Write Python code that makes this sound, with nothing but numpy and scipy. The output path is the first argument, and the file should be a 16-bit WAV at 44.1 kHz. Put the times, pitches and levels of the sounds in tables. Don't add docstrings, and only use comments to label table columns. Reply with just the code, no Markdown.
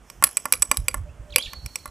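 import sys
import numpy as np
from scipy import signal
from scipy.fft import rfft, irfft, next_fast_len
from scipy.io import wavfile
from scipy.ndimage import map_coordinates

SR = 44100
rng = np.random.default_rng(int(sys.argv[2]) if len(sys.argv) > 2 else 0)


def generate_wav(sig):
    pcm = np.round(np.clip(np.atleast_2d(sig).T, -1, 1) * 32767).astype(np.int16)
    wavfile.write(sys.argv[1], SR, pcm)


def linear_from_db(decibels):
    return 10 ** (np.asarray(decibels, float) / 20)


N = 83790
TIME = np.arange(N) / SR

# start_s, level_db
WIND_LEVEL = [(0.0, -51), (0.088, -59.5), (0.21, -45.5), (0.37, -65), (0.618, -40), (0.656, -61.5),
              (0.698, -35), (0.762, -65), (0.788, -25), (0.882, -48.5), (1.0, -29.5), (1.174, -49.5),
              (1.206, -35), (1.274, -55), (1.344, -40), (1.428, -59.5), (1.47, -37), (1.518, -58.5),
              (1.544, -47), (1.666, -35.5), (1.688, -56), (1.9, -48.5)]
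# freq_hz, density_db (per Hz)
WIND_COLOUR = [(12, -27.5), (20, -8.5), (55, 6.5), (161, -12), (231, -34), (300, -22), (390, -70),
               (660, -120)]
# freq_hz, density_db (per Hz)
TOWN_COLOUR = [(88, -27.5), (150, 0.5), (361, -5), (805, -7), (1600, -12), (3420, -20.5), (3700, -27.5),
               (8230, -22), (14800, -39.5), (16000, -52.5)]
# start_s, level_db
SWISH_LEVEL = [(0.0, -77), (0.12, -58), (0.2, -65.5), (0.328, -53.5), (0.438, -55), (0.64, -57.5),
               (0.772, -52.5), (0.82, -61.5), (0.972, -59), (1.074, -101.5), (1.37, -57.5), (1.502, -56.5),
               (1.57, -63.5), (1.778, -55), (1.9, -62.5)]
# freq_hz, density_db (per Hz)
SWISH_COLOUR = [(880, -30), (1500, -14.5), (3350, -5.5), (4460, -35), (5280, 0.5), (7920, -8.5),
                (14900, -13), (16000, -18.5)]
# start_s, body_db, wall_db, spoon_db, rim_db, twin_db
KNOCK_DRIVES = [(0.1, -41, -31.5, -38.5, -36, -31), (0.225, -15.5, -31, -25, -23.5, -56),
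                (0.239, -18, -13.5, -7.5, 8.5, -35), (0.246, -40, -45, -32, -11.5, -38),
                (0.274, -35.5, -33.5, -43, -37.5, -36), (0.37, -30, -15.5, -11.5, -15.5, -20),
                (0.377, -43.5, -20.5, -47, -27.5, -51), (0.455, -18, -21, -26, -17, -27),
                (0.524, -28, -12, -13.5, 3, -16), (0.536, -32, -9.5, -30, -29, -18),
                (0.542, -35.5, -37.5, -26, -28, -38), (0.622, -52, -36.5, -9.5, -12, -11),
                (0.626, -26.5, -18, -14.5, -41.5, -31), (0.714, -13.5, -8, -10, -10.5, -15),
                (0.771, -35.5, -23, -20.5, -9.5, -51), (0.883, -28, -6, -13.5, -14.5, -46),
                (0.943, -20.5, -49, -27, -18, -46.5), (0.979, -42.5, -64, -47, -62, -68),
                (1.36, -22.5, 1.5, -17.5, -5, -17), (1.383, -27.5, -9, -37, -14.5, -69),
                (1.533, -31.5, -25, -62, -82, -33), (1.661, -44, -25.5, -35, -28, -25.5),
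                (1.757, -38, -17.5, -24, -23.5, -16), (1.857, -27.5, -34.5, -39.5, -28, -38),
                (1.877, -42, -48, -50, -40.5, -75)]
# freq_hz, level_db, t60_s
MODE_FAMILIES = [
    [(261.5, -22, .08), (335.3, -17, 0.04), (599, -14.5, .07), (935, -14.5, 0.055), (1123, 5, 0.021),
     (1387, -9, 0.047), (1750, -2.5, .02), (2048, -9.5, 0.039)],
    [(510.6, -25, 0.074), (2385, -0.5, 0.013), (2800, -17, 0.027), (3450, -13, 0.0099), (4797, -20, 0.052)],
    [(6080, -8.5, 0.018), (7953, 4.5, 0.022), (8490, -6.5, 0.021)],
    [(10062, -9.5, 0.021), (11070, 7.5, 0.0053), (12000, -30, .012), (14240, -14.5, 0.0093)],
    [(5604, -2, 0.021), (14200, -19.5, 0.0051)],
]
WALL_DELAYS = [.019, .0285, .05, .071, .09]
WALL_LEVELS = [-36, -27.5, -39, -40.5, -51]
# freq_hz, density_db (per Hz)
ECHO_COLOUR = [(200, 9), (1500, -2.5), (3000, -6), (8000, -5), (10300, 0), (14000, -15.5)]
# start_s, level_db
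HUM_LEVEL = [(.4, -102), (.5, -97), (.85, -66), (1, -71), (1.09, -51), (1.15, -71), (1.23, -56),
             (1.33, -50), (1.5, -66.5), (1.6, -76)]
# start_s, pitch_hz, level_db
BIRD_NOTES = [
    [(1.08, 2300, -75), (1.095, 2600, -60), (1.11, 2800, -69), (1.13, 2800, -79.5)],
    [(1.295, 2887, -58), (1.303, 3250, -60), (1.309, 4536, -34.5)],
    [(1.321, 4670, -52), (1.326, 3440, -39), (1.333, 2800, -50.5), (1.348, 2100, -40)],
    [(1.334, 5290, -59), (1.34, 4760, -51), (1.35, 3270, -45)],
    [(1.366, 2235, -44.5), (1.38, 2890, -35.5), (1.39, 3080, -35), (1.4, 3210, -34), (1.41, 3410, -34),
     (1.414, 3700, -32)],
    [(1.424, 5400, -20), (1.428, 3520, -37.5), (1.432, 3810, -36), (1.438, 3450, -32.5), (1.452, 3385, -44),
     (1.458, 3880, -36), (1.462, 2800, -36), (1.468, 2250, -48), (1.473, 2470, -40)],
    [(1.472, 1864, -51.5), (1.478, 1770, -53), (1.492, 1940, -69)],
]
# pitch_hz, then a list of start_s, level_db
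WHISTLE_TONES = [(4062, [(1.395, -45), (1.5, -54.5), (1.6, -57), (1.75, -64.5), (1.85, -65), (1.9, -56)]),
                 (4381, [(1.46, -52), (1.55, -46.5), (1.63, -58), (1.72, -55), (1.85, -62.5), (1.9, -63)])]


def unit(x):
    return x / np.sqrt(np.mean(x ** 2) + 1e-20)


def noise(colour):
    size = next_fast_len(N + 8192)
    hz, db = np.transpose(colour)
    bins = np.fft.rfftfreq(size, 1 / SR)
    gain = linear_from_db(np.interp(np.log(bins + 1), np.log(hz + 1), db))
    spectrum = rfft(rng.standard_normal(size)) * gain
    return unit(irfft(spectrum, size)[:N])


def wobble(rate):
    knots = rng.standard_normal(int(N * rate / SR) + 4)
    return map_coordinates(knots, [TIME * rate])


def fader(rows):
    return np.interp(TIME, *np.transpose(rows))


def tone(rows, overtone_db, fade_s):
    s, hz, db = np.transpose(rows)
    phase = 2 * np.pi * np.cumsum(np.interp(TIME, s, hz)) / SR
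    gate = np.clip(np.minimum(TIME - s[0], s[-1] - TIME) / fade_s, 0, 1)
    wave = np.sin(phase) + linear_from_db(overtone_db) * np.sin(2 * phase)
    return np.sqrt(2) * gate * linear_from_db(np.interp(TIME, s, db)) * wave


def echoes(x, tail_db, t60_s, walls):
    smear_s = 0.002
    t = np.arange(SR // 3) / SR
    tail = linear_from_db(-60 * t / t60_s)
    tail = tail * linear_from_db(tail_db) / np.linalg.norm(tail)
    for delay_s, wall_db in walls:
        burst = (t > delay_s) * np.exp(-np.abs(t - delay_s) / smear_s)
        tail = tail + linear_from_db(wall_db) * burst / np.linalg.norm(burst)
    response = tail * noise(ECHO_COLOUR)[:len(t)]
    return x + signal.fftconvolve(x, response)[:N]


def wind():
    level_db = fader(WIND_LEVEL) + 0.83 * wobble(24.74)
    return linear_from_db(level_db) * noise(WIND_COLOUR)


def town():
    return linear_from_db(-56.5 + 1.2 * wobble(2)) * noise(TOWN_COLOUR)


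def swish():
    level_db = fader(SWISH_LEVEL) + 0.69 * wobble(25)
    return linear_from_db(level_db) * noise(SWISH_COLOUR)


def knocks():
    scatter_db, contact_s = 1.5, 0.0003
    crack_db, crack_t60_s, crack_low_hz = -4, 0.01, 900
    out = np.zeros(N + SR)
    t = np.arange(SR // 5) / SR
    high_pass = signal.butter(2, crack_low_hz, "high", fs=SR)
    onset = 1 - np.exp(-t / contact_s)
    for start_s, *drives_db in KNOCK_DRIVES:
        ring = np.zeros(len(t))
        for drive_db, family in zip(drives_db, MODE_FAMILIES):
            for hz, mode_db, t60_s in family:
                peak_db = drive_db + mode_db + scatter_db * rng.standard_normal()
                ring += linear_from_db(peak_db - 60 * t / t60_s) * np.sin(2 * np.pi * hz * t)
        hiss = signal.lfilter(*high_pass, rng.standard_normal(len(t)))
        strength = np.linalg.norm(linear_from_db(drives_db))
        crack = strength * linear_from_db(crack_db - 60 * t / crack_t60_s) * hiss
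        out[round(start_s * SR):][:len(t)] += (ring + crack) * onset
    return out[:N]


def glass():
    return echoes(knocks(), tail_db=-22, t60_s=0.19, walls=zip(WALL_DELAYS, WALL_LEVELS))


def hum():
    centre_hz, width_hz = 595, 45
    band = [(centre_hz - 2 * width_hz, -60), (centre_hz, 0), (centre_hz + 2 * width_hz, -60)]
    return linear_from_db(fader(HUM_LEVEL)) * noise(band)


def bird():
    notes = sum(tone(note, overtone_db=-18, fade_s=0.003) for note in BIRD_NOTES)
    song = notes * linear_from_db(1.8 * wobble(400))
    return echoes(song, tail_db=-3, t60_s=0.3, walls=[])


def whistle():
    flutter_db, flutter_rate = 3, 90
    out = np.zeros(N)
    for hz, points in WHISTLE_TONES:
        rows = [(s, hz, db) for s, db in points]
        pure = tone(rows, overtone_db=-np.inf, fade_s=0.015)
        out += linear_from_db(flutter_db * wobble(flutter_rate)) * pure
    return out


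def scene():
    microphone = wind() + town() + swish() + glass() + hum() + bird() + whistle()
    left_db = -4.5
    return microphone * linear_from_db([[left_db / 2], [-left_db / 2]])


def roll_off(x):
    return signal.sosfilt(signal.butter(12, 16290, fs=SR, output="sos"), x)


def record(dry):
    low_pass = signal.cheby2(16, 45, 15700, fs=SR, output="sos")
    dull = signal.sosfilt(low_pass, dry)
    mix = np.clip(dull, -1, 1)
    return roll_off(mix)


dry = scene()
out = record(dry)
generate_wav(out)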